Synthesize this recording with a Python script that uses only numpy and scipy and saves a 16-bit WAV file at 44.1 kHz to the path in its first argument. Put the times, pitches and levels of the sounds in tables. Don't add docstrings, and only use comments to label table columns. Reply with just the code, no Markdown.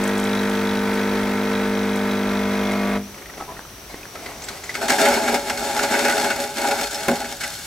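import sys
import numpy as np
from scipy import signal
from scipy.fft import rfft, irfft
from scipy.io import wavfile
from scipy.ndimage import uniform_filter1d

SR = 44100
rng = np.random.default_rng(int(sys.argv[2]) if len(sys.argv) > 2 else 0)


def pcm_store(signal):
    levels = np.round(np.clip(np.atleast_2d(signal), -1, 1) * 32767)
    wavfile.write(sys.argv[1], SR, levels.astype(np.int16).T)


def volts_from_decibels(level):
    exponent = np.asarray(level, float) / 20
    return 10 ** exponent


N = 337806
TIME = np.arange(N) / SR
HZ = np.fft.rfftfreq(N, 1 / SR)


def shape(points):
    hz, db = np.transpose(points)
    return volts_from_decibels(np.interp(np.log(HZ + 1), np.log(hz), db))


def level(x, db):
    return x * volts_from_decibels(db) / np.sqrt(np.mean(x ** 2))


# f/Hz, side minus mid level/dB
STEREO_WIDTH = [(30, -31), (60, -21), (200, -21), (400, -14.5), (800, -13), (1500, -11), (3000, -8),
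                (6000, -6.5), (15000, -5.5)]


def noise(gain, wider_db=0):
    mid, side = rfft(rng.standard_normal((2, N))) * gain
    side = side * np.minimum(shape(STEREO_WIDTH) * volts_from_decibels(wider_db), 1)
    return level(irfft([mid + side, mid - side], N), 0)


def walk(rate):
    hold = int(SR / rate)
    steps = np.repeat(rng.standard_normal(N // hold + 1), hold)
    return 0.98 * uniform_filter1d(uniform_filter1d(steps, hold), hold)[:N]


def ring(x, modes, patchy_db=0):
    lumps_per_s = 35
    out = 0
    for k, (hz, width, db) in enumerate(modes):
        drive = x
        if patchy_db:
            drive = x * volts_from_decibels(patchy_db * walk(lumps_per_s) - .1 * patchy_db ** 2)
        out = out + (-1) ** k * volts_from_decibels(db) * signal.lfilter(*signal.iirpeak(hz, hz / width, SR), drive)
    return out


def bursts(times, db, t60, rise_s):
    out = np.zeros(N)
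    for start, gain, fall in zip(times, volts_from_decibels(db), np.clip(t60, .005, .5)):
        part = slice(int(start * SR), int((start + fall) * SR))
        t = TIME[part] - start
        out[part] += gain * np.clip(t / rise_s, 0, 1) * volts_from_decibels(-60 * t / fall)
    return out


def spell(start, length, db, end_db, attack_s, release_s):
    t = TIME - start
    drift_db = db + (end_db - db) * np.clip(t / length, 0, 1)
    opening = np.minimum(t / attack_s, 1 + (length - t) / release_s)
    return volts_from_decibels(drift_db) * np.clip(opening, 0, 1)


# f/Hz, level/dB
ROOM_TONE = [(20, -39), (50, 1.5), (75, -7), (110, -5), (180, -9), (360, -13.5), (450, -13), (1000, -15),
             (2100, -17.5), (4700, -21.5), (7000, -26.5), (11000, -24.5), (15800, -26)]


def air():
    whistle = ring(noise(1), [(5750, 140, 0), (6290, 200, -8)])
    leak = level(whistle, -49.5) * volts_from_decibels(2.2 * walk(14))
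    return level(noise(shape(ROOM_TONE), 4.0), -40.5) + leak


def room(x, wet_db, t60):
    t = TIME[:int(.5 * SR)]
    tail = noise(1)[:, :len(t)] * volts_from_decibels(-60 * t / t60) * (t > .004)
    tail = signal.lfilter([.5], [1, -.5], tail)
    tail = tail * volts_from_decibels(wet_db) / np.sqrt(np.sum(tail ** 2) / 2)
    return x + signal.fftconvolve(x, tail, axes=1)[:, :N]


# f/Hz, level/dB, t60/s
HOUSING = [(192, 3.5, 0.09), (244.4, 0.5, 0.22), (398, 3, 0.094), (534, 9.5, 0.046), (713, -1.5, 0.076),
           (1090, -2.5, 0.039), (1490, -5, 0.085), (2134, -9, 0.037)]


def knock():
    knock_s, knock_db = 7.082, -22
    blows = [(0, 4, -2), (.005, 4.5, -8), (.014, 0, 5), (.034, -3.5, -1), (.052, -8, 5)]  # s, dB, dB below 300 Hz
    out = np.zeros(N)
    t = TIME[:SR // 2]
    for delay, blow_db, low_db in blows:
        start = int((knock_s + delay) * SR)
        spots = rng.standard_normal((len(HOUSING), 2))
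        for (hz, mode_db, t60), spot in zip(HOUSING, spots):
            swing = 1 - np.exp(-t * hz ** 2 / 200)
            db = knock_db + blow_db + mode_db + low_db * (hz < 300) + 2.1 * spot[0]
            tone = np.sin(2 * np.pi * hz * (1 + 0.028 * spot[1]) * t)
            out[start:start + len(t)] += volts_from_decibels(db - 60 * t / t60) * swing * tone
    crack = noise(HZ > 6000) * bursts([knock_s], np.array([-21]), [.05], 0.00071)
    return out + crack


# t/s, length/s, level/dB, f/Hz
WATER_POCKETS = [(3.177, .012, -40, 1340), (3.18, .01, -43, 1900), (3.219, .008, -39, 1320),
                 (3.218, .006, -41, 1850), (3.255, .007, -40, 1880), (3.257, .007, -42, 1340),
                 (3.294, .012, -40, 1360), (3.296, .008, -42, 1900), (3.4, .025, -40, 1300),
                 (3.485, .04, -41, 1000), (3.565, .008, -41, 1880), (3.296, .008, -42, 1900),
                 (3.4, .025, -40, 1300), (3.485, .04, -41, 1000), (3.565, .008, -41, 1880),
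                 (3.893, .12, -46, 2120), (3.9, .025, -47, 4080), (3.893, .015, -44, 760),
                 (4.149, .035, -43, 550), (4.155, .015, -37, 1300), (4.224, .02, -42, 696),
                 (4.262, 0.046, -41, 510), (4.346, .02, -42, 660), (4.4, .04, -43, 830),
                 (4.483, .012, -36, 4050), (4.485, .014, -35, 1490), (4.533, .02, -37, 560),
                 (4.42, .01, -42, 6400), (4.438, .015, -41, 7600), (4.42, .01, -42, 6400),
                 (4.438, .015, -41, 7600), (4.615, .025, -44, 5750), (4.636, .012, -42, 7000),
                 (4.692, .012, -34, 2000), (4.636, .012, -42, 7000), (4.692, .012, -34, 2000),
                 (4.75, 0.018, -35, 2200), (4.275, .025, -42, 2100), (4.77, .03, -36, 700)]
# t/s, length/s, level/dB, f/Hz
STEAM_POCKETS = [(4.825, .02, -27, 1500), (4.895, .02, -26, 2050), (4.915, .02, -26, 1450),
                 (5.0, .03, -28, 2150), (5.05, .02, -26, 2150), (5.12, .08, -25, 555), (5.6, .05, -31, 850),
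                 (5.79, .015, -27, 1500), (5.273, .016, -29, 2200), (5.281, .014, -32, 1500),
                 (5.333, 0.038, -24, 410), (5.34, .02, -29, 2150), (5.493, .012, -27, 2180),
                 (5.5, .014, -32, 1440), (5.572, .014, -33, 2200), (5.57, .012, -35, 4300),
                 (6.045, .015, -27, 1480), (6.093, .016, -22, 1500), (6.24, 0.045, -28, 406),
                 (6.3, .016, -29, 1620), (6.603, 0.072, -28, 820), (6.7, .018, -32, 1720),
                 (6.715, .035, -26, 810), (7.24, .02, -36, 1510), (7.41, 0.055, -31.5, 1530)]


def pockets():
    attack_s, release_s = .002, .012
    out, flow = np.zeros((2, N)), noise(1)
    for start, length, db, hz in WATER_POCKETS + STEAM_POCKETS:
        part = slice(int((start - .03) * SR), int((start + length + 0.057) * SR))
        tone = level(ring(flow[:, part], [(hz, hz * 0.028 + 15, 0)]), 0)
        tone = tone / np.abs(signal.hilbert(tone)) ** .7
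        out[:, part] += tone * spell(start, length, db, db - 2, attack_s, release_s)[part]
    return out


# t/s, pressure level/dB, wetness/dB
SEEP = [
    (3.05, -49, 6.5),
    (3.7, -54.5, 5.5),
    (4.3, -41.5, -0.5),
    (4.75, -38, -3),
    (5.45, -29, 1),
    (6.5, -33.5, -3.5),
    (6.9, -30.5, -9),
    (7.38, -36, -10),
    (7.66, -33, -13.5),
]
# t/s, length/s, pressure level/dB at the start, at the end, wetness/dB
GUSTS = [(3.565, 0.043, -49, -55, 0), (3.36, 0.064, -47, -47, 4), (3.482, .07, -52, -57, 10),
         (3.887, 0.1, -42, -58, -3), (4.13, 0.18, -55, -42.5, 3.5), (4.475, 0.056, -47, -53, 1),
         (4.753, 0.054, -38, -38, 6), (4.81, 0.059, -24, -30, 1.5), (4.878, 0.066, -16, -22, -1.5),
         (4.979, 0.2, -16.5, -23, 0.5), (5.211, 0.14, -24.5, -28, 2.5), (5.457, 0.043, -30, -38, -4),
         (5.554, 0.336, -39.5, -27.5, -2.5), (5.9, 0.13, -22.5, -24.5, -0.5), (6.033, .4, -23.5, -32, 0),
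         (6.547, .28, -27, -30, 2), (6.903, 0.21, -34.5, -41, 5.5), (7.09, 0.23, -36.5, -42, 10),
         (7.385, 0.11, -35, -40.5, -5)]


def flow_db():
    attack_s, release_s = 0.023, 0.053
    s, db, wet_db = np.transpose(SEEP)
    total = volts_from_decibels(np.interp(TIME, s, db, left=-90))
    wet = total * np.interp(TIME, s, wet_db)
    for start, length, db, end_db, wet_db in GUSTS:
        gust = spell(start, length, db, end_db, attack_s, release_s)
        total = total + gust
        wet = wet + gust * wet_db
    return 20 * np.log10(total), wet / total


# t/s, peak level/dB, f/Hz, t60/s
BUBBLES = [(3.403, -28, 833.4, 0.017), (3.381, -29, 750, .02), (3.382, -31, 1900, .012),
           (3.438, -31, 1900, .012), (3.444, -30, 800, .015), (3.506, -31, 1150, .015),
           (3.543, -33, 850, .015), (3.605, -33, 1500, .015), (3.406, -23, 1250, 0.008),
           (3.4103, -16, 850, 0.013), (3.423, -19, 785, 0.021), (3.48, -28, 966, 0.023),
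           (3.492, -23, 990, 0.0218), (3.521, -25, 676, 0.025), (3.567, -33, 1360, 0.025),
           (3.593, -21.5, 1591, 0.011), (3.5925, -27, 900, .01), (3.5925, -27, 900, .01),
           (3.651, -34, 1290, 0.039), (3.896, -37, 2120, 0.022), (3.9434, -16, 420, 0.01),
           (3.9448, -23, 1930, 0.0097), (4.032, -27, 2500, 0.025), (4.055, -21, 1680, 0.007),
           (4.26, -29, 2000, 0.025), (4.485, -25, 2160, 0.0281), (4.638, -25, 2040, 0.0169),
           (4.694, -20, 2000, 0.041), (4.716, -29, 1780, 0.0211), (4.744, -28, 2140, 0.05)]


def pops():
    out = np.zeros(N)
    t = TIME[:int(.06 * SR)]
    click = np.exp(-t / 0.00014) - 0.17 * np.exp(-t / 0.0009)
    froth_count = 110
    when = rng.uniform(3.12, 4.7, size=froth_count)
    size, pitch = rng.standard_normal((froth_count, 2)).T
    froth_db = flow_db()[0][(when * SR).astype(int)] + 3.5 + 2.5 * size
    froth_hz = 1210 * 2 ** (.45 * pitch)
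    froth = zip(when, froth_db, froth_hz, np.full(froth_count, .014))
    for start, db, hz, t60 in [*BUBBLES, *froth]:
        fall = volts_from_decibels(-60 * t / np.clip(t60, .004, .06))
        tone = np.sin(2 * np.pi * hz * t * (1 + 1.8 * t))
        tone = tone + 0.3 * fall * np.sin(2 * np.pi * 2.33 * hz * t)
        first = int(start * SR)
        out[first:first + len(t)] += volts_from_decibels(db) * (0.81 * fall * tone + 0.61 * click)
    return signal.lfilter([.6], [1, -.4], out)


# t/s, level/dB, wetness/dB, t60/s
SPLUTTERS = [
    (4.1535, -27, 4, 0.06),
    (4.2602, -26.5, 1, 0.075),
    (4.4194, -30, -5, 0.048),
    (4.4378, -29, -16, 0.048),
    (4.485, -20, -13, 0.049),
    (4.5714, -33, -7, 0.049),
    (4.6389, -26.5, -5, 0.051),
    (4.6945, -24, -3, 0.051),
    (4.7414, -24, -11, 0.06),
    (4.751, -18.5, 2, 0.11),
]
# t/s, level/dB, wetness/dB, t60/s
SPITS = [(4.811, -18, 7.5, 0.19), (4.881, -10, 2, 0.1), (4.8955, -12, -4, .04), (4.9846, -14, 14, 0.097),
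         (5.0513, -7, 4, 0.13), (5.167, -19, 23.5, 0.085), (5.2804, -11.5, 3, 0.15),
         (5.3415, -12, -1, 0.12), (5.4975, -8, 2.5, 0.056), (5.5733, -17.5, -8, 0.077),
         (5.711, -13, 2, 0.038), (5.79, -10.5, 3, 0.089), (5.832, -8.5, 3, 0.11), (5.9387, -9.5, 9.5, 0.12),
         (5.99, -9, -1, 0.064), (6.0474, -7, 3, 0.088), (6.096, -7.5, 3, 0.06), (6.1784, -12.5, -3, 0.064),
         (6.2417, -9.5, 6, 0.091), (6.301, -13, 5, 0.17), (6.569, -19, -11, 0.052),
         (6.643, -14, 12.5, 0.08), (6.7096, -9, 5, 0.073), (6.7964, -22, -7, 0.04),
         (6.8314, -18, -14, 0.054), (6.9087, -23, -16, 0.08), (6.9444, -21, -20, 0.048),
         (7.0825, -6.5, 8, 0.059), (7.2434, -20, 2, 0.11), (7.407, -18.5, -6, 0.13),
         (7.4344, -15.5, 0, 0.093)]
# f/Hz, level/dB
JET = [(140, -28), (215, -12.5), (430, -3.5), (490, -60), (560, -12.5), (900, -12), (1040, -21),
       (1500, -13), (1900, -18.5), (3000, -18), (8200, -19), (8800, -24.5), (11500, -25.5), (15800, -36)]
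# f/Hz, width/Hz, level/dB
FLOODED = [(365, 540, -9), (573, 15, 2.5), (660, 330, -2.5), (1290, 102.8, -5), (1860, 68, 5),
           (2120, 440, 3), (4600, 1700, 0)]
# f/Hz, width/Hz, level/dB
BODY = [(240, 9.7, 1), (323, 29, -23), (413.7, 4.9, 1.5), (568, 13.2, 5), (656, 16, -1.5),
        (747.5, 16.4, -1), (816.7, 18.7, 1.5), (847.6, 10.6, 4), (932, 30, -11.5), (1360, 7.2, -5),
        (1480, 44, 0.5), (1639, 33, -9.5), (2007, 147, -7), (2235, 32, -9), (2520, 28, -8)]
# f/Hz, width/Hz, level/dB
SPOUT = [(2802.8, 36, -1.5), (2980, 36, 0), (3605, 77, -0.5), (3960, 100, -5), (4330, 190, -1.5),
         (4890, 49, 2), (5300, 73, 0.5), (6050, 160, -1.5), (6830, 330, -11), (7530, 160, -4),
         (8010, 180, -9.5), (10720, 90, -9), (11380, 240, -11.5), (12800, 200, -17)]
EDGES_HZ = [620, 1150, 2800]
# level/dB, share of wetness
RANGES = [(-3, 1.27, 1.01, -16, 1), (-2.5, 0.91, 1.17, -11, 0.88), (-3, 0.00045, 1.26, -1.5, 0.084),
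          (-4.5, -0.34, 0.97, -5.5, -.5)]
PATCHY_DB = [1.5, 1.5, 2.5, 3.5]


def steam():
    clear_s, pressure_ref_db = 4.76, -28
    pressure_db, wet_db = flow_db()
    glugs = [(3.1415 + k * .0388, -35, 2, 0.068) for k in range(7)]
    when, spit_db, spit_wet_db, t60 = np.transpose(glugs + SPLUTTERS + SPITS)
    out, gust = 0, walk(30)
    drops = (rng.random(N) < 45 / SR) * rng.exponential(0.68, N) * (TIME > clear_s)
    crackle = 0.75 + signal.lfilter([1], [1, -np.exp(-1 / (0.0027 * SR))], drops)
    edges = [0] + EDGES_HZ + [SR]
    dull = 1.04 / np.sqrt(1 + (HZ / 11000) ** 2)
    ringing_share = [0.68, 0.85, 0.62, 0.16]
    for k, (above_db, wet, slope, spit_above_db, spit_wet) in enumerate(RANGES):
        inside = shape(JET) / (1 + (edges[k] / (HZ + 1)) ** 12) / (1 + (HZ / edges[k + 1]) ** 12)
        range_db = pressure_ref_db + slope * (pressure_db - pressure_ref_db) + above_db + wet * wet_db
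        flow = volts_from_decibels(range_db + 1.37 * gust + 1.07 * walk(60))
        spit = bursts(when, spit_db + spit_above_db + spit_wet * spit_wet_db - 5.0, t60, 0.0016)
        jet = noise(1)
        wet_spits = irfft(rfft(jet[:, ::-1] * spit) * dull, N)
        push = jet * flow * crackle + wet_spits
        share = ringing_share[k]
        hiss = irfft(rfft(push) * inside, N) / np.std(irfft(rfft(jet) * inside, N))
        out = out + np.sqrt(1 - share) * hiss
        for pipe, active in [(FLOODED, TIME < clear_s), (BODY + SPOUT, TIME >= clear_s)]:
            modes = [m for m in pipe if edges[k] <= m[0] < edges[k + 1]]
            patchy_db = PATCHY_DB[k] * (pipe is not FLOODED)
            rung = ring(push * active, modes, patchy_db) / np.std(ring(jet[0, :SR], modes))
            out = out + np.sqrt(share) * rung
    return out


STOP_S = 2.97
AFTER = np.maximum(TIME - STOP_S, 0)
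STROKES = 50 * (TIME - .0156)
FADE_DB = np.maximum(-AFTER * 700, -5 - AFTER * 230)
GATE = np.exp(-((STROKES - .76) % 1) / .13)

# f/Hz, level/dB
SPRAY = [(3000, -26), (6000, 4.5), (8000, 5), (11500, 1), (15800, -26)]
# t/s, peak level/dB
TICKS = [
    (0.0385, -25.5),
    (0.0767, -25.5),
    (0.178, -26.5),
    (0.1974, -28),
    (0.2399, -29),
    (0.3481, -35),
    (0.4968, -31),
    (0.9393, -31.5),
    (1.9584, -29),
    (2.7182, -31.5),
]


def spray():
    mist = noise(shape(SPRAY)) * (1 + 0.4 * GATE) * volts_from_decibels(-48.5 - 3.0 * TIME + FADE_DB)
    s, db = np.transpose(TICKS)
    ticks = noise(shape(SPRAY)) * bursts(s, db - 3.5, np.full(len(s), 0.044), 0.00068)
    return mist + ticks


# f/Hz, width/Hz, level/dB
VALVE = [(2480, 60, -6), (3100, 150, -6), (3420, 110, 1), (3890, 90, 2), (5720, 400, -10)]
# t/s, length/s, level/dB
CHATTER = [(0.042, 0.18, -42), (0.223, .26, -37.5), (.505, 0.11, -36), (0.643, 0.14, -34.5),
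           (0.915, .03, -34), (1.003, 0.29, -43), (1.422, 0.15, -39), (1.739, 0.085, -37),
           (1.86, 0.11, -45), (2.067, 0.38, -42), (2.503, 0.12, -41), (2.625, 0.12, -37.5)]


def valve_chatter():
    force = volts_from_decibels(1.5 * rng.standard_normal(400))[(STROKES + 1.24).astype(int)]
    slap = np.diff(np.floor(STROKES - .76 + .006 * walk(70)), prepend=0) > 0
    valve = level(ring((2.5 * slap + noise(1) * GATE) * force, VALVE), 0)
    loudness = volts_from_decibels(-46.5)
    for start, length, db in CHATTER:
        loudness = loudness + spell(start, length, db - 4, db - 8, 0.02, 0.02)
    return valve * volts_from_decibels(FADE_DB) * loudness


# f/Hz, level/dB
RUSH = [(40, -9), (150, -7), (420, 2.5), (700, 0.5), (1100, -2), (1600, 0), (2200, -1.5), (2600, -6),
        (2850, -11.5), (3300, -9.5), (3700, -12.5), (4500, -12.5), (6500, -20.5), (9000, -25)]


def water_rush():
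    rush_db = -29 - 0.56 * TIME + .4 * walk(4.2) + .8 * walk(24.59)
    rush = noise(shape(RUSH)) * volts_from_decibels(rush_db + FADE_DB)
    return rush * (1 + 0.3 * np.cos(2 * np.pi * (STROKES - .1)))


# multiple of the stroke rate, level/dB
BUZZ = [(1, -23), (2, -17), (3, -25.5), (4, 0.5), (5, -3.5), (6, -38), (7, -10), (8, -11.5), (9, -4),
        (10, -19.5), (11, -27), (12, -11.5), (13, -19), (14, -25), (15, -32), (16, -16.5), (17, -30),
        (18, -13), (19, -18), (20, -16.5), (21, -30), (22, -26.5), (23, -31), (24, -22), (25, -19.5),
        (26, -22.5), (27, -15), (28, -29), (29, -58), (30, -15), (31, -21)]
# multiple of the stroke rate, level/dB
BUZZ_DRY = [(1, -19), (2, -17), (3, -25.5), (4, 1.5), (5, -4.5), (6, -33), (7, -11), (8, -13), (9, -7),
            (10, -27), (11, -23), (12, -10), (13, -12.5), (14, -11), (15, -24), (16, -16), (17, -29),
            (18, -26), (19, -16), (20, -17), (21, -39.5), (22, -40), (23, -12), (24, -21), (25, -31),
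            (26, -18.5), (27, -20), (28, -33), (29, -17.5), (30, -19.5), (31, -29)]
# multiple of the stroke rate, level/dB at first, level/dB as the capsule runs dry
RATTLE = [(31.8, -30, -33), (33.05, -20, -25), (34, -25, -33), (36.9, -29, -29), (37.97, -20, -23),
          (39, -33, -27), (39.7, -28, -29), (40.8, -30, -32), (41.8, -26, -33), (42.9, -20.5, -14.5),
          (45, -28, -32), (45.6, -30, -31), (49.2, -27, -22), (49.9, -26.5, -28), (53.1, -31, -27),
          (67.9, -31, -33), (69, -31, -33), (78, -26, -29)]


def piston_buzz():
    dryness = np.clip((TIME - 1.7) / 1.15, 0, 1)
    buzz, on = np.zeros((2, N)), TIME < STOP_S + .6
    partials = [early + late[1:] for early, late in zip(BUZZ, BUZZ_DRY)] + RATTLE
    for k, db, dry_db in partials:
        loose = np.sqrt(k)
        lag, start = rng.standard_normal(2)
        phase = (2 * np.pi * (k * STROKES - k % 2 / 4) + .05 * loose * walk(9))[on]
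        phase = phase + .002 * k ** 2 * start
        phase = phase + np.array([[1], [-1]]) * (.014 * loose * lag)
        partial_db = db + dryness * (dry_db - db) + 0.32 * loose * walk(5.76)
        partial_db = partial_db - AFTER * (105 + 12 * k + .2 * k ** 2)
        buzz[:, on] -= volts_from_decibels(partial_db[on]) * np.cos(phase)
    return volts_from_decibels(-22.5) * buzz


def pump():
    return piston_buzz() + water_rush() + valve_chatter() + spray()


def scene():
    machine = steam() + knock() + pops() + pockets()
    return pump() + room(machine, -18, .45) + air()


def low_pass(x):
    return signal.sosfilt(signal.butter(12, 15900, fs=SR, output="sos"), x)


# f/Hz, left minus right level/dB
LEFT_DB = [(60, 0), (300, .5), (1000, .5), (2500, .2), (5000, 1.7), (15000, 1.5)]


def record(dry):
    top_hz, lead_s = 15830, 1.3 / SR
    tilt = np.sqrt(shape(LEFT_DB))
    early = np.exp(2j * np.pi * HZ * lead_s / (1 + (HZ / 6000) ** 2))
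    soft = .9 * np.tanh(dry / .9)
    mix = irfft(rfft(soft) * [tilt * early, 1 / tilt] * (HZ < top_hz), N)
    return low_pass(mix)


dry = scene()
out = record(dry)
pcm_store(out)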